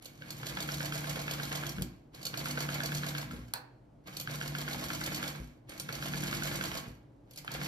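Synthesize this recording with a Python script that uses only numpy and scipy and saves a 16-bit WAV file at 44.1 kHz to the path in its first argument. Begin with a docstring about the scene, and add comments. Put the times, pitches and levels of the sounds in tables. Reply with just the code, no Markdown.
"""A few small clicks come first, over a quiet room with a faint mains hum; then a sewing machine
stitches in short runs. Each shaft turn knocks the casting, clicks the hook and feed dogs and shakes
the table top. Braking jolts the table, and a plastic clip drops onto the machine bed.
Noise pushes and rubbing excite banks of resonances; a small room rings briefly and a phone
hears it all through two microphone ports."""
import sys
import numpy as np
from scipy import signal
from scipy.fft import rfft, irfft
from scipy.io import wavfile
from scipy.ndimage import uniform_filter1d

SR = 44100
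rng = np.random.default_rng(int(sys.argv[2]) if len(sys.argv) > 2 else 0)


def generate_wav(signal):
    """Clip the signal to [-1, 1] and save it as 16-bit WAV at the path in sys.argv[1]."""
    frames = np.transpose(np.atleast_2d(signal))
    scaled = np.clip(frames, -1, 1) * 32767
    pcm = np.round(scaled).astype(np.int16)
    wavfile.write(sys.argv[1], SR, pcm)


N = 338247

# In all tables level_db is relative; other gains may follow.
# Colour of the room tone: pitch_hz, level_db
AIR_COLOUR = [(18, -59.5), (30, -21.5), (43, -14), (90, -21.5), (124, -4), (174, -18), (295, -20),
              (336, -23), (616, -24.5), (844, -30.5), (2200, -51), (16000, -72)]
AIR_LEVEL_DB, HUM_LEVEL_DB = -60.5, -62.5

# How much of each pitch the room returns: pitch_hz, level_db
ROOM_COLOUR = [(100, -23.5), (300, -13), (600, -3.5), (3000, -5), (7000, -4), (14000, 1.5)]
ROOM_T60_S, ROOM_TREBLE_T60_S = 0.48, 0.19  # time to fade by 60 dB
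KNOCK_ROOM_DB, CRACK_ROOM_DB = -4, -9  # these sound close by, so the room gets less of them

# Phone shell, lead of the left port: pitch_hz, phase_radians
PORT_PHASE = [(20, 0), (100, -.1), (300, -.4), (700, -1.3), (1400, -1.6), (2600, -3.6), (4400, -5),
              (5900, -6.2), (6300, -9.4), (8500, -9.5), (10200, -12.6), (12700, -12.4), (14000, -15.8)]
# Phone shell, left port minus right: pitch_hz, level_db
PORT_GAIN = [(60, 2), (110, -2), (200, 2), (380, -1.5), (700, -5), (1290, -2), (2380, -0.5), (4400, -4),
             (8120, -1.5), (15000, 1)]
TOP_HZ = 16400  # nothing is heard above this

# Plastic clip landing and bouncing on the bed: start_s, level_db
CLIP_BOUNCES = [(3.537, -35.5), (3.557, -41), (3.573, -45)]
# Resonances of that landing: pitch_hz, width_hz, level_db
CLIP_RING = [(497, 250, -8), (800, 170, -2.5), (966, 130, -1.5), (1600, 460, -5.5), (2580, 450, -12),
             (4300, 340, -5)]

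CRACKS = [(1.8213, -21), (3.5368, -15)]
# Their tone: pitch_hz, level_db
CRACK_COLOUR = [(300, -16), (1200, -5.5), (3200, -2.5), (4300, 1), (5600, -12.5), (7000, -2.5), (12000, -3),
                (16000, 0)]

# Dull knock as the drive takes hold: start_s, level_db
CATCH = [(7.447, -34)]
# Its resonance: pitch_hz, width_hz (one pass), level_db
CATCH_RING = [(900, 1000, 9.1)]

# Jolts of the table as the motor brakes: start_s, level_db, legs_level_db (added for the legs)
JOLTS = [(1.786, -28.5, -3), (1.812, -24.5, -0.5), (3.335, -28, -10), (3.384, -35, -25), (5.401, -32.5, -1),
         (6.88, -33.5, -2)]
# Tone of the thud: pitch_hz, level_db
THUD_COLOUR = [(30, -14), (60, -20), (150, 9), (300, -6), (500, -6.5), (900, -32)]
# Resonance of the table legs: pitch_hz, width_hz, level_db
LEGS_RING = [(56.7, 6, 21)]
BRAKE_RISE_S, BRAKE_FALL_S, BRAKE_SHAKE_DB = 0.045, 0.077, -21  # braking swell, against the jolt

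# Lone clicks of slack taken up, of braking and of hands: start_s, level_db, pitch_hz
LONE_CLICKS = [(0.0233, -41.5, 10900), (0.046, -41, 10900), (0.0563, -32, 4400), (0.3047, -26, 4400),
               (1.8222, -28, 4740), (1.829, -40, 4530), (2.147, -37.5, 4250), (2.2154, -40, 4673),
               (2.2293, -32, 4480), (2.2528, -22, 4400), (2.2661, -22.5, 4400), (3.481, -47, 1590),
               (4.0721, -39, 4400), (4.1679, -24.5, 4400), (4.1984, -24.5, 13400), (4.21, -29, 12800),
               (5.6935, -34.5, 9000), (5.778, -36, 4500), (5.7977, -24, 9100), (7.3098, -42.5, 11800),
               (7.3345, -44, 9800), (7.3597, -38, 10600), (7.3746, -32, 5130), (7.381, -34, 2110),
               (7.386, -35.5, 4570), (7.447, -42, 10800)]
# Clicks in each turn, hook then feed dogs: start_s, level_db, pitch_hz
TURN_CLICKS = [(0.467, -25.5, 4300), (0.4956, -30.5, 3800), (0.604, -24.5, 3630), (0.6251, -28, 4650),
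               (0.7187, -27.5, 5500), (0.7412, -27, 3820), (0.8557, -26.5, 4550), (0.9557, -29.5, 4460),
               (0.9773, -31, 4900), (1.075, -32, 4300), (1.096, -28.5, 4760), (1.192, -31, 4430),
               (1.3106, -23, 3330), (1.3347, -26.5, 3420), (1.4322, -27.5, 4100), (1.452, -30.5, 4400),
               (1.5515, -27, 3320), (1.5717, -30, 4450), (1.6658, -26, 3300), (1.6926, -26.5, 5530),
               (2.374, -25, 4410), (2.3925, -30, 4450), (2.5091, -27, 4540), (2.6042, -24.5, 4400),
               (2.6251, -28.5, 4500), (2.7235, -33, 4380), (2.7423, -25.5, 4600), (2.8342, -24.5, 4600),
               (2.8584, -24.5, 4500), (2.949, -25.5, 4300), (2.9717, -27.5, 4550), (3.064, -29, 4500),
               (3.0865, -27, 3800), (3.1814, -26.5, 4300), (3.2153, -31.5, 5000), (4.311, -32, 4400),
               (4.3365, -32.5, 3820), (4.4773, -29.5, 4660), (4.584, -27, 3290), (4.6056, -34, 4620),
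               (4.7105, -32, 4340), (4.7311, -25.5, 3940), (4.839, -28, 4270), (4.931, -28.5, 4300),
               (4.9485, -28, 4570), (5.039, -26.5, 4700), (5.061, -23, 3640), (5.146, -24.5, 4390),
               (5.168, -30, 4400), (5.2596, -33, 4460), (5.277, -26, 3370), (5.9254, -27.5, 4450),
               (6.057, -30, 3140), (6.0828, -29.5, 3280), (6.1556, -33, 4620), (6.182, -36, 4700),
               (6.261, -42, 4400), (6.276, -31, 4270), (6.354, -35, 4570), (6.3713, -38, 5800),
               (6.4474, -37.5, 4730), (6.4717, -27, 3940), (6.638, -25.5, 3200), (6.6547, -28.5, 4670),
               (6.751, -39, 4480), (6.7732, -27.5, 4600), (7.5161, -29, 4420), (7.5391, -29.5, 4470),
               (7.644, -31, 4480)]

# Needle bar knocks, one per turn; the last row only closes the final turn: start_s, level_db
STITCHES = [(0.221, -36), (0.4311, -35), (0.572, -27.5), (0.689, -26.5), (0.8055, -30), (0.923, -27.5),
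            (1.042, -32), (1.1584, -31.5), (1.28, -28), (1.3985, -28.5), (1.5179, -31), (1.6357, -31),
            (1.783, -35), (2.3402, -29.5), (2.4576, -27.5), (2.574, -25.5), (2.6893, -27.5), (2.804, -25),
            (2.9196, -28), (3.034, -27), (3.15, -29), (3.31, -36), (4.274, -27.5), (4.4127, -27.5),
            (4.5503, -26), (4.6788, -29.5), (4.7896, -38), (4.9029, -27), (5.0133, -30), (5.1206, -36),
            (5.228, -26.5), (5.3501, -55), (5.89, -29), (6.025, -29), (6.136, -27.5), (6.234, -30),
            (6.328, -25.5), (6.422, -28), (6.5151, -31), (6.6105, -25.5), (6.7161, -32), (6.8397, -61),
            (7.478, -27.5), (7.6148, -30.5), (7.73, -35)]
# Resonances of a knock: pitch_hz, width_hz, level_db
KNOCK_RING = [(1383, 140, 3), (1640, 136, 6), (2310, 90, 0.5), (2730, 150, -1.5), (3293, 97, 0),
              (4450, 450, -10)]
KNOCK_SCATTER_DB, KNOCK_PITCH_SCATTER = 1.5, .025  # stroke to stroke: level, share of the pitch

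# Stitching runs: start_s, halt_s, first_turn_hz (turns a second)
RUNS = [(0.031, 2.097, 2.43), (2.147, 3.72, 3.64), (4.074, 5.655, 4.1), (5.697, 7.053, 4.36),
        (7.303, 8.0, 1.56)]
SPIN_UP_S, STILL_HZ = 0.045, 0.47  # time to take up the drive; turns a second that stand for rest
CRUISE_HZ = 8.5  # turns a second at which the gains below hold
# gain_db at cruise, then db per doubling of speed: below cruise, above cruise
SHAKE_PACE = (-45, 9.6, 14.5)
GRIND_PACE = (-49.5, 10.03, 6.3)
RATTLE_PACE = (-51.5, 10.3, 7.9)
CAM_PACE = (-51, 13.8, -10)

# One shaft turn: angle_turns (0-1), grind_db, rattle_db, cam_rub_db
TURN = [(0, 6, -9.5, -4), (0.201, 0, -8.5, -3.5), (.3, 1, -9, 5.5), (.5, 2.5, -7.5, -4), (.75, -4, -13, -7),
        (.95, -2.5, -11.5, -9), (1, 6.5, -10, 19)]
# Resonances of the table top: pitch_hz, width_hz (one pass), level_db
TABLE_RING = [(61.7, 34, -6), (121.4, 25, 1), (184.7, 16.3, 2), (212.6, 31, -4.5), (302, 24.4, -1),
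              (334.6, 26.6, -3.5)]
# Resonances of the casting: pitch_hz, width_hz, level_db
CASTING_RING = [(529, 176, 6), (791, 39, 9), (1075.6, 16.6, 2), (1405, 35, 8.5), (1618, 43, 2.5),
                (2263, 89, 10.5), (2435, 38, 1.5)]
# Resonances of the linkage: pitch_hz, width_hz, level_db
LINKAGE_RING = [(2224, 35, 4.5), (3280, 28, 16.5), (4400, 460, 5.5), (4515, 20, 17.5), (5760, 47, -30.5),
                (9490, 180, -4.5), (10500, 660, -28.5), (12550, 1080, 4.5)]
# Tone of the rattle: pitch_hz, level_db
RATTLE_COLOUR = [(1500, -11), (3000, 4.5), (5000, 1), (7000, 4), (10000, -7.5), (13000, -6), (14500, -7),
                 (16500, -84)]
# Tone of the grinding: pitch_hz, level_db
GRIND_COLOUR = [(250, -34), (400, 3.5), (700, 3), (1500, 1), (2500, 1.5), (4000, -2.5), (8000, -22)]
# Resonances of the feed cam: pitch_hz, width_hz, level_db
CAM_RING = [(659, 13, 0), (1079, 14, -6)]
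CAM_ANGLE = .27  # part of a turn at which the cam strikes

# The two drones over time: start_s, low_level_db, upper_level_db
DRONE_LEVELS = [(0.0, -90, -68), (0.1, -59.5, -65.5), (0.79, -41, -57.5), (1.71, -46, -54.5),
                (1.77, -56, -65), (1.859, -47, -51), (2.01, -72, -80), (2.539, -40, -48), (3.1, -40.5, -54),
                (3.22, -43, -61), (3.35, -62, -48.5), (3.69, -88, -75), (4.23, -52.5, -70),
                (4.29, -44, -55.5), (5.26, -47.5, -51.5), (5.36, -45, -63.5), (5.45, -49, -52.5),
                (5.68, -81, -87), (5.85, -49, -59.5), (6.15, -42.5, -52), (6.81, -48.5, -56.5),
                (6.88, -60, -54.5), (7.13, -86, -87), (7.63, -41.5, -56), (7.67, -55, -64)]
LOW_DRONE_HZ, UPPER_DRONE_HZ = 146.5, 244.3
DRONE_WAVER_HZ, DRONE_FLUTTER_DB = 0.9, 1.82  # typical (rms) drift of pitch and of level


def undb(db):
    """Turn decibels into a plain multiplier."""
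    return 10 ** (np.asarray(db) / 20)


def level(x, db):
    """Scale to an rms level."""
    return x * undb(db) / np.sqrt(np.mean(x ** 2))


def across(table, size=N):
    """Read a (pitch_hz, value) table at every bin of a spectrum, on a log pitch scale."""
    hz, value = np.transpose(table)
    bins_hz = np.fft.rfftfreq(size, 1 / SR)
    return np.interp(np.log(bins_hz + 1), np.log(hz + 1), value)


def colour(x, table, size=4096):
    """Filter with a table of gains; folding the cepstrum makes the response start at once."""
    cepstrum = irfft(np.log(undb(across(table, size=size))))
    cepstrum[1:size // 2] *= 2
    cepstrum[size // 2 + 1:] = 0
    response = irfft(np.exp(rfft(cepstrum)))
    return signal.oaconvolve(np.atleast_2d(x), [response], axes=1)[:, :N]


def ring(x, modes):
    """Sum a bank of resonances, alternating in sign."""
    total = 0
    for k, (hz, width_hz, db) in enumerate(modes):
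        b, a = signal.iirpeak(hz, hz / width_hz, SR)
        total = total + (-1) ** k * undb(db) * signal.lfilter(b, a, x)
    return total


def double_ring(x, modes):
    """Sum resonances passed through twice, so each falls away more steeply beside its peak."""
    return sum(ring(ring(x, [(hz, width_hz, db)]), [(hz, width_hz, 0)]) for hz, width_hz, db in modes)


def blows(table, t60, firm, apart=0.94, rise=0.0017):
    """A push at each row: a firm contact, then fading noise that the two ports hear partly apart."""
    t = np.arange(int(2 * t60 * SR)) / SR
    shape = (1 - np.exp(-t / rise)) * 1000 ** (-t / t60)
    contact = firm * (t == 0) * np.sqrt(t60 * SR / 14)
    out = np.zeros((2, N + len(t)))
    for start_s, db, *_ in table:
        noise = rng.standard_normal((3, len(t)))
        push = contact + (noise[0] + apart * noise[1:]) * shape
        out[:, int(start_s * SR):][:, :len(t)] += undb(db) * push
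    return out[:, :N]


def rubbing(taps_per_s, spread_db, apart):
    """Noise swollen by random taps of loose parts; it is spread out, so the two ports differ."""
    strength = undb(spread_db * np.minimum(rng.exponential(size=N), 3.5))
    taps = (rng.random(N) < taps_per_s / SR) * strength
    size = 1 + signal.lfilter([1], [1, -np.exp(-1 / (0.0026 * SR))], taps)  # each fades over 2.6 ms
    noise = rng.standard_normal((3, N))
    return level(size * (noise[0] + apart * noise[1:]), 0)


def air():
    """Room tone from coloured noise, apart at the ports above the bass, with a resonant mains hum."""
    hum = ring(rng.standard_normal(N), [(57.4, 5.8, -6.5), (115.4, 5.0, -1.0), (297.0, 42.0, -9.5)])
    mid, side = (level(colour(rng.standard_normal(N), AIR_COLOUR), AIR_LEVEL_DB) for _ in range(2))
    side = signal.sosfilt(signal.butter(2, 300, "high", fs=SR, output="sos"), side)
    return mid + side * np.array([[1], [-1]]) + level(hum, HUM_LEVEL_DB)


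def room(x):
    """Walls answer with a fading noise tail whose treble dies sooner."""
    t = np.arange(SR // 2) / SR
    low, high = (rng.standard_normal((2, len(t))) * 1000 ** (-t / t60)
                 for t60 in (ROOM_T60_S, ROOM_TREBLE_T60_S))
    split = signal.butter(2, 2500, fs=SR, output="sos")
    tail = signal.sosfilt(split, low - high) + high  # slow fade below the split, quick above
    tail *= (t > .004) / np.sqrt(np.sum(tail ** 2) / 2)
    return signal.oaconvolve(colour(x, ROOM_COLOUR), tail, axes=1)[:, :N]


def phone_ports(x):
    """The phone's shell delays and shades the left port differently at each pitch."""
    half_gain = undb(across(PORT_GAIN) / 2)
    ports = np.array([half_gain * np.exp(1j * across(PORT_PHASE)), 1 / half_gain])
    return irfft(rfft(x) * ports, N)


def clip_drop():
    """Each bounce of the plastic clip pushes a few broad resonances."""
    return 5 * ring(blows(CLIP_BOUNCES, 0.071, 0.71), CLIP_RING)


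def cracks():
    """Very fast, short noise bursts sound as sharp cracks across the full range."""
    return colour(blows(CRACKS, 0.012, 0.26, apart=0.19, rise=0.00021), CRACK_COLOUR)


def drive_catch():
    """A short push through one very broad resonance makes a dull knock."""
    return double_ring(blows(CATCH, 0.017, 0.72), CATCH_RING)


def brake_jolts():
    """Braking thuds the table and sets its legs swaying at a low resonance."""
    jolt = blows(JOLTS, 0.11, 0.4, apart=.1, rise=0.0065)
    leg_rows = [(start_s, db + legs_db) for start_s, db, legs_db in JOLTS]
    sway = blows(leg_rows, 0.06, 0.88, apart=.05, rise=0.006)
    return 3 * (colour(jolt, THUD_COLOUR) + ring(sway, LEGS_RING))


def clicks():
    """Each click is a crack through linkage and casting plus a short ring at its own pitch."""
    rows = LONE_CLICKS + TURN_CLICKS
    push = blows(rows, .025, 0.19, apart=0.9)
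    out = .5 * colour(push, RATTLE_COLOUR)
    out += 0.47 * ring(push, LINKAGE_RING) + 0.43 * ring(push, CASTING_RING)
    t = np.arange(1024) / SR
    for start_s, db, hz in rows:
        tone = 0.5 * undb(db) * np.sin(2 * np.pi * hz * t) * 1000 ** (-t / 0.013)
        part = out[:, int(start_s * SR):][:, :len(t)]
        part += tone[:part.shape[1]]
    return out


def drone(hz):
    """A table tone kept singing by the motor; its pitch wavers a little and its level flutters."""
    def drift():
        smooth = uniform_filter1d(rng.standard_normal(N), size=3000)
        return level(uniform_filter1d(smooth, size=3000), 0)

    turns = np.cumsum(hz + DRONE_WAVER_HZ * drift()) / SR
    return np.sqrt(2) * undb(DRONE_FLUTTER_DB * drift()) * np.sin(2 * np.pi * turns)


def shaft(t):
    """Shaft angle (turns, 0-1) and speed (turns a second), from the starts, knocks and halts."""
    points, marks = [], []
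    for start, halt, first_hz in RUNS:
        times = [start] + [knock for knock, _ in STITCHES if start < knock < halt]
        marks += times
        points += [(start - SPIN_UP_S, STILL_HZ), (start, first_hz)]
        points += [((times[0] + times[1]) / 2, first_hz)]
        points += [((a + b) / 2, 1 / (b - a)) for a, b in zip(times[1:], times[2:])]
        points += [(halt, STILL_HZ)]
    at, hz = np.transpose(points)
    angle = np.interp(t, marks, np.arange(len(marks))) % 1
    return angle, np.exp(np.interp(t, at, np.log(hz)))


def pace_gain(speed, setting):
    """Moving parts get louder or softer as the shaft speeds up."""
    cruise_db, slow_db, fast_db = setting
    doublings = np.log2(speed / CRUISE_HZ)
    return undb(cruise_db + np.where(doublings < 0, slow_db, fast_db) * doublings)


def table_top(t, turn, speed):
    """The drive shakes the table's resonances, more while braking, and two drones sing along."""
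    shake = pace_gain(speed, SHAKE_PACE)
    for start_s, db, _ in JOLTS:
        swell = np.exp(np.minimum((t - start_s) / BRAKE_RISE_S, (start_s - t) / BRAKE_FALL_S))
        shake = shake + undb(BRAKE_SHAKE_DB + db) * swell
    # gears repeat their unevenness every turn, so part of the shaking is periodic
    teeth = np.interp(turn, np.linspace(0, 1, num=400), rng.standard_normal(400))
    drive = level(teeth, 0) + 2.34 * rubbing(28, 3.6, 0.81)
    top = level(double_ring(drive, TABLE_RING), 0) * shake
    at, *columns = np.transpose(DRONE_LEVELS)
    low, upper = (undb(np.interp(t, at, column)) for column in columns)
    return top + low * drone(LOW_DRONE_HZ) + upper * drone(UPPER_DRONE_HZ)


def grinding(speed, grind_turn):
    """Rubbing parts scrape and excite the casting, shaped by the angle of the shaft."""
    scrape = rubbing(170, 4.14, 1.0) * grind_turn
    body = level(colour(scrape, GRIND_COLOUR), 0) + level(ring(scrape, CASTING_RING), -1.66)
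    return level(body, 4.32) * pace_gain(speed, GRIND_PACE)


def feed_cam(turn, speed, cam_turn):
    """The cam strikes once a turn with a soft contact, rubs in between, and rings."""
    strike = np.diff(1. * (turn > CAM_ANGLE), prepend=1) > 0
    uneven = strike * undb(1.9 * rng.standard_normal(N))
    push = level(uniform_filter1d(uneven, size=30), 1) + .2 * rubbing(100, 3, .4) * cam_turn
    return level(ring(push, CAM_RING), -5) * pace_gain(speed, CAM_PACE)


def rattling(speed, rattle_turn):
    """Loose links chatter and excite the linkage, shaped by the angle of the shaft."""
    chatter = rubbing(110, 4.2, 0.25) * rattle_turn
    links = level(colour(chatter, RATTLE_COLOUR), 0) + level(ring(chatter, LINKAGE_RING), -6)
    return level(links, 3.08) * pace_gain(speed, RATTLE_PACE)


def machine():
    """The shaft drives the steady sounds of the running machine: (table top, head)."""
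    t = np.arange(N) / SR
    turn, speed = shaft(t)
    angle, *columns = np.transpose(TURN)
    grind_turn, rattle_turn, cam_turn = (undb(np.interp(turn, angle, column)) for column in columns)
    head = grinding(speed, grind_turn) + feed_cam(turn, speed, cam_turn) + rattling(speed, rattle_turn)
    return table_top(t, turn, speed), head


def knocks():
    """The needle bar lands with a rounded contact; no two strokes ring the casting quite alike."""
    strokes = STITCHES[:-1]
    push = blows(strokes, .016, 2.2, apart=0.9, rise=.0015)
    out = np.zeros((2, N))
    for start_s, db in strokes:
        at = slice(int(start_s * SR), int((start_s + .085) * SR))
        modes = []
        for hz, width_hz, mode_db in KNOCK_RING:
            pitch_shift, level_shift = rng.standard_normal(2)
            modes.append((hz * (1 + KNOCK_PITCH_SCATTER * pitch_shift), width_hz,
                          mode_db + KNOCK_SCATTER_DB * level_shift))
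        stroke = ring(uniform_filter1d(push[:, at], size=9), modes)
        out[:, at] += level(stroke, db - 18.5)
    return out


def scene():
    """All sources reach two ports directly; the head, knocks and cracks also return from the walls."""
    top, head = machine()
    head += clicks() + drive_catch() + clip_drop()
    knock, crack = knocks(), cracks()
    direct = top + head + knock + crack + brake_jolts()
    to_room = head + undb(KNOCK_ROOM_DB) * knock + undb(CRACK_ROOM_DB) * crack
    return phone_ports(direct + room(to_room)) + air()


def record(dry):
    """Soften the highest treble, then remove everything above TOP_HZ."""
    soft = signal.sosfilt(signal.butter(8, 14300, fs=SR, output="sos"), dry)
    return signal.sosfilt(signal.ellip(10, .2, 80, TOP_HZ, fs=SR, output="sos"), soft)


dry = scene()
out = record(dry)
generate_wav(out)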